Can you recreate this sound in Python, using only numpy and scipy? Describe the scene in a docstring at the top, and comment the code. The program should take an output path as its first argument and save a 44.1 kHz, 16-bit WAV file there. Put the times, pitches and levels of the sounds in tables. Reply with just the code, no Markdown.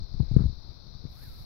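"""A quiet room, the microphone close to a thin book on a wooden lap board, steady hiss underneath.
The cover swings over and stirs a low rumble, then lands with a dull thump, left of the microphone.
It settles with small knocks and a rustle of pages. Last, the hand slides the book across the board:
a fine friction hiss with a faint whistle that glides up and back down with the book's speed."""
import sys
import numpy as np
from scipy import signal
from scipy.fft import rfft, irfft
from scipy.io import wavfile
from scipy.ndimage import uniform_filter1d

SR = 44100
rng = np.random.default_rng(int(sys.argv[2]) if len(sys.argv) > 2 else 0)


def unload_audio(sound):
    """Save the sound as a 16-bit wav file, at the path given as the first command line argument."""
    columns = np.transpose(np.atleast_2d(sound))
    # keep every value between -1 and 1, then stretch to whole-number steps
    steps = np.round(np.clip(columns, -1, 1) * 32767)
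    wavfile.write(sys.argv[1], SR, steps.astype(np.int16))


N = 63945
T = np.arange(N) / SR


def amp(db):
    """Decibels to gain."""
    return 10 ** (np.asarray(db) / 20)


def unit_rms(x):
    """Scales a signal to rms 1."""
    return x / np.sqrt(np.mean(x ** 2) + 1e-20)


def curves(table, at):
    """Every value column of a table, interpolated along its first column."""
    key, *columns = np.transpose(table)
    return np.array([np.interp(at, key, column) for column in columns])


def add(mix, start_s, sound):
    """Mixes a stereo sound in at a given time."""
    part = mix[:, max(round(start_s * SR), 0):][:, :sound.shape[1]]
    part += sound[:, :part.shape[1]]


def lowpass(x, hz, order):
    """Causal Butterworth low-pass."""
    return signal.sosfilt(signal.butter(order, hz, fs=SR, output="sos"), x)


def noise(spectrum):
    """Unrelated left and right noise with a spectrum in dB per Hz."""
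    log_hz = np.log(np.fft.rfftfreq(N, 1 / SR) + 1)
    density_db = curves([(np.log(hz), *levels) for hz, *levels in spectrum], log_hz)
    white = rng.standard_normal((2, N))
    return irfft(rfft(white) * amp(density_db), N) * np.sqrt(SR / 2)


def wander(samples):
    """A smooth random curve of rms 1 that changes over the given number of samples."""
    smoothed = uniform_filter1d(rng.standard_normal(N), samples)
    return unit_rms(uniform_filter1d(smoothed, samples))


def room_tone():
    """The quiet room's low rumble and a narrow hiss, flickering slightly in level."""
    # Noise floor: freq_hz, left_db_per_hz, right_db_per_hz
    spectrum = [(29.3, -66.5, -95), (114, -68.5, -80), (216, -81.5, -86.5), (388, -88.5, -92.5),
                (870, -92, -99), (1460, -98, -102), (1795, -109, -107), (2490, -104, -109),
                (2810, -112, -115), (3240, -104, -114), (3652, -88.5, -111), (4100, -82, -109),
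                (4770, -86.5, -112), (5833, -95.5, -117), (6480, -122, -125), (9000, -137, -137),
                (12000, -121, -119), (15500, -119, -117)]
    flicker_db = 0.76 * wander(samples=250)
    return noise(spectrum) * amp(flicker_db)


def room_tail(sound):
    """The furnished room's short reverberation, weak this close to the book."""
    level_db, t60_s, onset_s = -27, 0.11, 0.02
    t = np.arange(SR // 2) / SR
    envelope = np.exp(-np.log(1000) * t / t60_s) * np.minimum(t / onset_s, 1)
    tail = rng.standard_normal((2, len(t))) * envelope
    tail /= np.linalg.norm(tail[0])
    return amp(level_db) * signal.fftconvolve(sound, tail, axes=1)[:, :N]


def handling_rumble():
    """Low rumble that swells as cover and hand move near the microphone."""
    # Rumble before swell and balance: freq_hz, level_db_per_hz
    spectrum = [(15, -67), (33, -57.5), (60, -68.5), (120, -73.5), (180, -88.5), (300, -102), (600, -125),
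                (2000, -160)]
    # Swell with the movement, before balance: time_s, left_db, right_db
    swell = [(0, 14.5, 24.5), (.09, 4.5, 4.5), (.18, 20, -10), (.27, 7.5, 9), (.35, 22.5, 21.5),
             (.47, 7, 4), (.56, 6, 13), (.76, -2.5, 9), (1.0, 0, -11), (1.15, -3, 10), (1.31, 2.5, 29),
             (1.4, -2.5, 24)]
    balance_db = [[0], [-26.5]]
    return noise(spectrum) * amp(curves(swell, T)) * amp(balance_db)


def brushes():
    """Paper and fingers brush lightly: faint swishes that swell and fade."""
    # Swish before each stroke's gain: freq_hz, left_db_per_hz, right_db_per_hz
    spectrum = [(101.4, -100, -100), (500, -81.5, -94.5), (1280, -98.5, -100.5), (1940, -106, -101),
                (2350, -103, -94), (3000, -118, -113), (7000, -135, -130), (15000, -130, -125)]
    # Light strokes: middle_s, half_length_s, gain_db
    strokes = [(0.31, 0.17, -2), (0.713, 0.017, -5), (1.065, 0.017, -4.5)]
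    swell = sum(amp(db) * np.exp(-((T - middle_s) / half_s) ** 2) for middle_s, half_s, db in strokes)
    return noise(spectrum) * swell


def page_rustle():
    """Grainy rustle while the cover presses the air out of the pages."""
    # Settling pages at full level: freq_hz, left_db_per_hz, right_db_per_hz
    spectrum = [(100, -76.5, -81), (350, -76.5, -75.5), (653, -81.5, -90), (1400, -85, -97),
                (2200, -100, -106), (3200, -118, -120), (8000, -140, -140), (12500, -119, -116),
                (15600, -120, -118)]
    start_s, attack_s, length_s, release_s = 0.376, 0.0057, 0.052, 0.014
    age = T - start_s
    envelope = np.clip(age / attack_s, 0, 1) * np.exp(-np.maximum(age - length_s, 0) / release_s)
    rustle = noise(spectrum) * envelope
    grain_db = 2 * wander(samples=120)
    return rustle * unit_rms(amp(grain_db))


def book_slide():
    """The book rubs over the board: friction hiss and a thin ridge whistle both follow its speed."""
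    # Speed of the book, as the rate at which surface ridges pass: time_s, pitch_hz
    speed = [(1.07, 100), (1.12, 900), (1.17, 1250), (1.215, 1600), (1.243, 1790), (1.28, 1480),
             (1.325, 1270), (1.37, 1360), (1.41, 1270), (1.45, 1100)]
    # Friction at the reference speed: freq_hz, left_db_per_hz, right_db_per_hz
    spectrum = [(200, -97, -97), (600, -98, -102), (1500, -101, -98.5), (2200, -104, -97),
                (3000, -112, -104), (4500, -100, -100), (5660, -112, -103), (7560, -120, -110),
                (8200, -120, -105), (9600, -122, -107), (12300, -111, -89.5), (12900, -117, -104),
                (15300, -111, -100)]
    reference_hz, jitter, grain_db = 1678, 0.015, 1.6
    whistle_db = [[-69], [-64]]  # left and right, at the reference speed
    ridge_hz = curves(speed, T)[0]
    cycles = np.cumsum(ridge_hz * (1 + jitter * wander(samples=60))) / SR
    whistle = amp(whistle_db) * np.sin(2 * np.pi * cycles)
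    friction = noise(spectrum) * amp(grain_db * wander(samples=200))
    return (ridge_hz / reference_hz) ** 1.3 * (friction + whistle)


def paper_slaps():
    """Paper meets paper flat: a dull tick on top of five of the knocks."""
    # Soft slaps: start_s, left_peak_db, right_peak_db, upper_edge_hz
    slaps = [(0.2015, -33.5, -59, 950), (0.3135, -59, -37, 757), (0.3648, -36.5, -55.5, 1775),
             (0.397, -44, -51, 1390), (0.455, -60, -40.5, 623)]
    out = np.zeros((2, N))
    for start_s, left_db, right_db, upper_edge_hz in slaps:
        tick = lowpass(signal.unit_impulse(SR // 20), upper_edge_hz, order=8)
        tick -= lowpass(tick, hz=556, order=1)  # thins the bass
        add(out, start_s, tick / abs(tick).max() * amp([[left_db], [right_db]]))
    return out


def board_knock(contact_ms, sway_db):
    """A cushioned push rings the board and rocks it on the lap; longer contact sounds duller."""
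    # Modes of the board, damped by the lap: pitch_hz, relative_db, t60_s
    board_modes = [(126.4, 5, 0.044), (250, -15.5, 0.077), (395, -6.5, 0.017), (493, -15, 0.029)]
    sway_hz, sway_t60_s = 62.8, 0.082
    modes = board_modes + [(sway_hz, sway_db, sway_t60_s)]
    t = np.arange(SR // 6) / SR
    displacement = sum(amp(db) / hz * np.exp(-np.log(1000) * t / t60_s) * np.sin(2 * np.pi * hz * t)
                       for hz, db, t60_s in modes)
    contact_age = t * 1000 / contact_ms
    push = -contact_age * np.exp(-contact_age)
    velocity = signal.fftconvolve(push, np.diff(displacement))[:len(t)]
    muffled = lowpass(velocity, hz=469, order=6)  # the paper cushions every knock
    return muffled / abs(muffled).max()


def cover_knocks():
    """Cover and hand knock on the board, mostly left of the microphone; the landing is loudest."""
    # Knocks: start_s, louder_side_peak_db, contact_ms, sway_db, left_minus_right_db
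    hits = [(0.006, -32, 2.1, -16, 1.5), (0.018, -31.5, 1.4, 7, 9), (0.1411, -21, 2.34, -4, 20.5),
            (0.153, -27.5, 1.3, 4, 31), (0.196, -14.5, 1.45, -4, 40.5), (0.2014, -8, 1.15, -7, 33.5),
            (0.2099, -15, 2.7, -4, 32.5), (0.224, -27.5, 1.07, -6, 17), (0.23, -24, 0.7, -6, 29),
            (0.3119, -15, 1.5, -33, 17.5), (0.339, -17, 2.3, -16, 21.5), (0.348, -26, 1.4, -26.5, -4),
            (0.3637, 0, 0.66, -8.5, 28.5), (0.373, -15.5, 2.1, -2.5, 9.5), (0.3934, -17.5, 0.49, -18, 24.5),
            (0.404, -12.5, 0.96, -26, 12.5), (0.4091, -17, 1, -27, 29.5), (0.4187, -16, 1.04, 3, 18.5),
            (0.4384, -12.5, 3, -7.5, 34), (0.453, -14, 1.21, 15.5, 10), (0.4573, -17, 2.3, -27.5, 13),
            (0.4851, -23.5, 4.2, -11, 18), (0.495, -19.5, 2.9, -4.5, 35), (0.526, -34, 0.9, 12.5, 13.5),
            (0.69, -28.5, 8, -10, 39), (0.721, -44, 0.75, 5, 5), (0.863, -39.5, 1.4, -10, 32),
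            (0.950, -29.5, 4.7, -7, 24), (1.039, -32, 0.52, -22, 39), (1.051, -23.5, 0.65, -10, 25),
            (1.098, -36.5, 1.85, 13, -4.5), (1.273, -36, 4.2, 5, -28), (1.292, -38, 6.3, 1, 15),
            (1.404, -35, 2.4, -20, -42)]
    out = np.zeros((2, N))
    for start_s, peak_db, contact_ms, sway_db, pan_db in hits:
        left_db = peak_db + min(pan_db, 0)
        right_db = peak_db - max(pan_db, 0)
        add(out, start_s, amp([[left_db], [right_db]]) * board_knock(contact_ms, sway_db))
    return out


def scene():
    """Book and board close up, over the room tone; only knocks and slaps get a room tail."""
    thumps = cover_knocks() + paper_slaps()
    return (thumps + room_tail(thumps) + handling_rumble() + page_rustle() + brushes()
            + book_slide() + room_tone())


def record(dry):
    """The recorder behind the microphone cuts off the highest treble."""
    edge_hz = 15760
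    band_limit = signal.firwin(511, edge_hz, window=("kaiser", 9), fs=SR)
    return signal.oaconvolve(dry, band_limit[None], "same")


dry = scene()
out = record(dry)
unload_audio(out)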